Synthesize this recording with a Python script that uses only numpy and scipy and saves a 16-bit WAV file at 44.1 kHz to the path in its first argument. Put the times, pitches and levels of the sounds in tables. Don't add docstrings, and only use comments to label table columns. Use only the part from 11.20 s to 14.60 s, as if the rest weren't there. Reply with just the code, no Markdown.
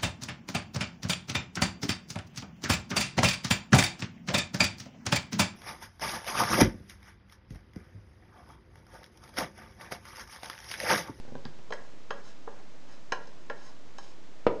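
import sys
import numpy as np
from scipy import signal
from scipy.fft import rfft, irfft
from scipy.io import wavfile

SR = 44100
rng = np.random.default_rng(int(sys.argv[2]) if len(sys.argv) > 2 else 0)


def invert_db(level):
    return 10 ** (np.asarray(level, dtype=float) / 20)


def waveform_to_disk(signal):
    frames = np.transpose(np.atleast_2d(signal))
    scaled = np.clip(frames, -1, 1) * 32767
    samples = np.round(scaled).astype(np.int16)
    wavfile.write(sys.argv[1], SR, samples)


N = 149940

# (frequency [Hz], level [dB], t60 [s])
BELLY_MODES = [(799, -2.5, 0.065), (904.4, -2.5, 0.041), (1051, 3.5, 0.04), (1153, -6, 0.057),
               (1316, -3.5, 0.027)]
# (frequency [Hz], level [dB], t60 [s])
WALL_MODES = [(1394, -1.5, 0.051), (1512, -7, 0.073), (1650, 2, 0.076), (1814, -4, 0.078),
              (1910, -6, 0.068), (2200, -19.5, 0.14), (2420, -22, 0.054)]
# (frequency [Hz], level [dB], t60 [s])
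RIM_MODES = [(2630, -2, 0.079), (3100, 2, 0.14), (3230, -7, 0.037), (3990, 4, 0.063), (4330, -3.5, 0.098),
             (4920, 10.5, 0.013), (5294, 7, 0.051), (6130, 3, .04), (6490, 4.5, 0.061), (6870, -12, 0.049),
             (7700, -14, .04), (9260, -15.5, 0.11), (10300, -9, .04)]
LANDING_S = 3.2664


def ring(force, modes, spot_hz=None, bend=None):
    spot_db_per_oct = 6
    out = np.zeros(len(force))
    for k, (hz, db, t60_s) in enumerate(modes):
        sign = 1
        if bend is not None:
            hz = hz * bend[k]
            sign = (-1) ** k
        if spot_hz is not None:
            db = db - spot_db_per_oct * abs(np.log2(hz / spot_hz))
        pole = np.exp(2j * np.pi * hz / SR - np.log(1000) / (max(t60_s, 0.003) * SR))
        out += sign * invert_db(db) * signal.lfilter([1], [1, -pole], force).imag
    return out


def add(out, start_s, x):
    i = int(start_s * SR)
    out[i:i + len(x)] += x[:N - i]


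def push(contact_ms):
    u = np.arange(SR // 2) / SR / (max(contact_ms, 0.03) / 1000)
    return np.sin(np.pi * np.minimum(u, 1)) ** 2


def peak(x, db):
    return x * invert_db(db) / np.abs(x).max()


def unit(x):
    return x / x.std()


def band(x, lo_hz, hi_hz):
    return signal.sosfilt(signal.butter(3, [lo_hz, hi_hz], "bandpass", fs=SR, output="sos"), x)


def burst(t60_s):
    t = np.arange(SR // 2) / SR
    return rng.standard_normal(len(t)) * invert_db(-60 * t / t60_s)


def room(x):
    echo_db, bass_t60_s, treble_t60_s, split_hz, gap_s = -7.5, 0.47, 0.22, 960, 0.0025
    t = np.arange(SR // 2) / SR

    def noise(kind):
        sos = signal.butter(1, split_hz, kind, fs=SR, output="sos")
        return signal.sosfilt(sos, rng.standard_normal(len(t)))

    tail = noise("low") * invert_db(-60 * t / bass_t60_s) + noise("high") * invert_db(-60 * t / treble_t60_s)
    tail *= np.clip(t / gap_s - 1, 0, 1)
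    tail /= np.sqrt(np.sum(tail ** 2))
    return x + invert_db(echo_db) * signal.fftconvolve(x, tail)[:len(x)]


def hiss():
    # (frequency [Hz], density [dB per Hz])
    hiss_curve = [(18, -47), (30, -34), (43, -8), (281, -3), (531, -8.5), (586, -6.5), (696, -10.5),
                  (6510, -23.5), (10600, -41.5), (13800, -75), (22000, -120)]
    # (frequency [Hz], rms level [dB])
    whine_tones = [(7530, -87), (8500, -90)]
    hiss_db = -55.5
    t = np.arange(N) / SR
    curve_hz, curve_db = np.transpose(hiss_curve)
    shape_db = np.interp(np.log(np.fft.rfftfreq(N, 1 / SR) + 1), np.log(curve_hz), curve_db)
    noise = irfft(rfft(rng.standard_normal(N)) * invert_db(shape_db), N)
    whine = sum(np.sqrt(2) * invert_db(db) * np.sin(2 * np.pi * hz * t) for hz, db in whine_tones)
    return unit(noise) * invert_db(hiss_db) + whine


def bowl_bumps():
    # (time [s], level [dB], contact [ms], tick re bump [dB])
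    bump_events = [(.0005, -35, 0.82, -13), (.042, -51, 0.81, -1), (.051, -37.5, 0.68, -24),
                   (0.079, -35, 1.4, -23), (0.087, -40, 0.33, -31), (0.1217, -29, 1.6, -29),
                   (0.135, -46, 1.2, -31), (0.146, -42, 1.4, -24), (.1535, -24, 0.56, -22),
                   (.164, -42.5, 1.4, -27), (.18, -44, 0.56, -9), (.198, -54, 0.33, 0),
                   (.2525, -38.5, 0.29, 5), (0.254, -26.5, 2.84, -32), (.389, -41, .9, -11)]
    # (frequency [Hz], level [dB], t60 [s])
    bowl_modes = [(152, 0, 0.091), (251, 3, 0.059), (387, -3.5, 0.03), (538, 10.5, 0.017),
                  (778, 2.5, 0.023), (984, -3, 0.027), (1530, 0, 0.03)]
    tick_hz, tick_t60_s = 3820, 0.0071
    out = np.zeros(N)
    for start_s, db, contact_ms, tick_db in bump_events:
        body = peak(ring(push(contact_ms), bowl_modes), db)
        tick = peak(band(burst(tick_t60_s), tick_hz / 1.44, tick_hz * 1.27), db + tick_db)
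        add(out, start_s, body + tick)
    return out


def knocks():
    # (time [s], base [dB], belly [dB], wall [dB], rim [dB])
    knock_events = [
        (0.2529, -54, -38, -40, -63),
        (0.5052, -34.5, -36.5, -57, -44),
        (0.5231, -35, -29.5, -26, -36),
        (0.5349, -34.5, -42, -47, -40.5),
        (.9060, -30.5, -27.5, -26.5, -35),
        (1.2747, -34, -31.5, -44, -64),
        (1.9214, -28.5, -23, -20, -27.5),
        (2.0720, -48, -49, -58, -49.5),
        (2.2990, -31.5, -30, -27.5, -42),
        (2.7836, -58, -36, -41, -38),
    ]
    # (base [Hz], wall [Hz], rim [Hz])
    knock_spots = [(300, 1300, 3300), (480, 1600, 2900), (480, 2800, 3460), (450, 930, 5500),
                   (480, 1180, 3000), (430, 1200, 4200), (484, 1200, 4500), (600, 1650, 5300),
                   (560, 1000, 3200), (600, 1650, 4800)]
    # (frequency [Hz], level [dB], t60 [s])
    base_modes = [(289, -20, .08), (393, -8, 0.45), (473.2, 7, 0.063), (557, 1, 0.27), (590.5, 1.5, 0.11),
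                  (674, -2.5, 0.094)]
    clack_db, snap_db, clack_t60_s = -3.5, -3.5, 0.018
    mute_after_s, mute_fall_s, mute_db = 0.016, 0.0022, -16
    detune, swell_s = 0.016, 0.0013
    t = np.arange(SR // 2) / SR
    mute = invert_db(mute_db * np.clip((t - mute_after_s) / mute_fall_s, 0, 1))
    swell = 1 - 0.23 * np.exp(-t / swell_s)
    out = np.zeros(N)
    for event, (base_hz, wall_hz, rim_hz) in zip(knock_events, knock_spots):
        start_s, base_db, belly_db, wall_db, rim_db = event
        clack = burst(clack_t60_s)
        bend = 1 + detune * rng.standard_normal(14)
        base = peak(ring(push(0.99), base_modes, base_hz, bend) * swell, base_db)
        belly = peak(ring(push(0.65), BELLY_MODES, None, bend), belly_db)
        belly += peak(band(clack, 534, 1280), belly_db + clack_db)
        wall = peak(ring(push(0.34), WALL_MODES, wall_hz, bend ** 0.38), wall_db)
        wall += peak(band(clack, 1430, 3360), wall_db + clack_db)
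        rim = peak(ring(push(0.058), RIM_MODES, rim_hz, bend ** 0.23), rim_db)
        rim += peak(band(clack, rim_hz / 1.35, rim_hz * 1.37), rim_db + snap_db)
        add(out, start_s, room(-mute * (base + belly + wall + rim)))
    return out


def drags():
    # (time [s], length [s], level [dB], treble re level [dB])
    drag_strokes = [
        (0.527, 0.21, -65, -7),
        (.95, .08, -62, -9),
        (1.019, .12, -63, 1),
        (1.293, .16, -65, -10),
        (1.668, 0.11, -63, -3),
        (1.977, 0.13, -73.5, 2),
        (2.347, 0.075, -65, -3.5),
        (2.394, 0.15, -62, -1),
        (2.75, 0.21, -71.5, 6.5),
    ]
    grit_per_s, grit_db, grit_spread_db, rub_db = 1800, -1, 2, -2
    t = np.arange(N) / SR
    dull, bright = np.zeros(N), np.zeros(N)
    for start_s, length_s, db, bright_db in drag_strokes:
        stroke = np.sin(np.pi * np.clip((t - start_s) / length_s, 0, 1))
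        dull += invert_db(db) * stroke
        bright += invert_db(db + bright_db) * stroke
    grains = (rng.random(N) < grit_per_s / SR) * rng.standard_normal(N)
    grains *= invert_db(grit_spread_db * rng.exponential(size=N))
    grit = invert_db(grit_db) * unit(grains) + rng.standard_normal(N)
    low = unit(ring(grit, BELLY_MODES)) * invert_db(1.5) + unit(ring(grit, WALL_MODES))
    high = unit(ring(grit, RIM_MODES[:-1])) + invert_db(rub_db) * unit(band(grit, 1500, 5800))
    return dull * low + bright * high


def landing():
    # (frequency [Hz], level [dB], t60 [s])
    landing_modes = [(145, -31, .1), (240, -26.5, .06), (340, -1, 0.094), (417, -13.5, .1),
                     (473, 4.5, 0.077), (496, 8, 0.077), (560, 15.5, 0.023), (612, 0, 0.11),
                     (747, 6.5, 0.0266), (938, 12.5, 0.02), (1237, 8.5, 0.032), (1684, -6, 0.061),
                     (2270, -11, 0.039), (3100, -28, .02)]
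    out = np.zeros(N)
    thud = peak(ring(push(0.53), landing_modes), -3.5)
    rattle = peak(band(burst(0.025), 2400, 5600), -33)
    scuff = peak(band(burst(0.051), 770, 2670), -24.5)
    add(out, LANDING_S, thud + rattle)
    add(out, LANDING_S + 0.002, scuff)
    return out


def air_puff():
    puff_db, puff_hz, puff_t60_s, rise_s = -28.5, 4.5, 0.34, 0.009
    t = np.maximum(np.arange(N) / SR - LANDING_S, 0)
    swing = invert_db(puff_db - 60 * t / puff_t60_s) * np.cos(2 * np.pi * puff_hz * t)
    return swing * np.minimum(t / rise_s, 1)


def scene():
    bass_cut_hz = 154
    near = knocks() + room(drags()) + room(bowl_bumps() + landing())
    near = signal.sosfilt(signal.butter(2, bass_cut_hz, "high", fs=SR, output="sos"), near)
    return (near + air_puff() + hiss())[None]


def top_cut(x):
    return signal.sosfilt(signal.butter(12, 10790, fs=SR, output="sos"), x)


def record(dry):
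    top_hz, offset = 9900, 0.0207
    mix = signal.sosfilt(signal.butter(6, top_hz, fs=SR, output="sos"), dry) + offset
    return top_cut(mix)


dry = scene()
out = record(dry)
waveform_to_disk(out)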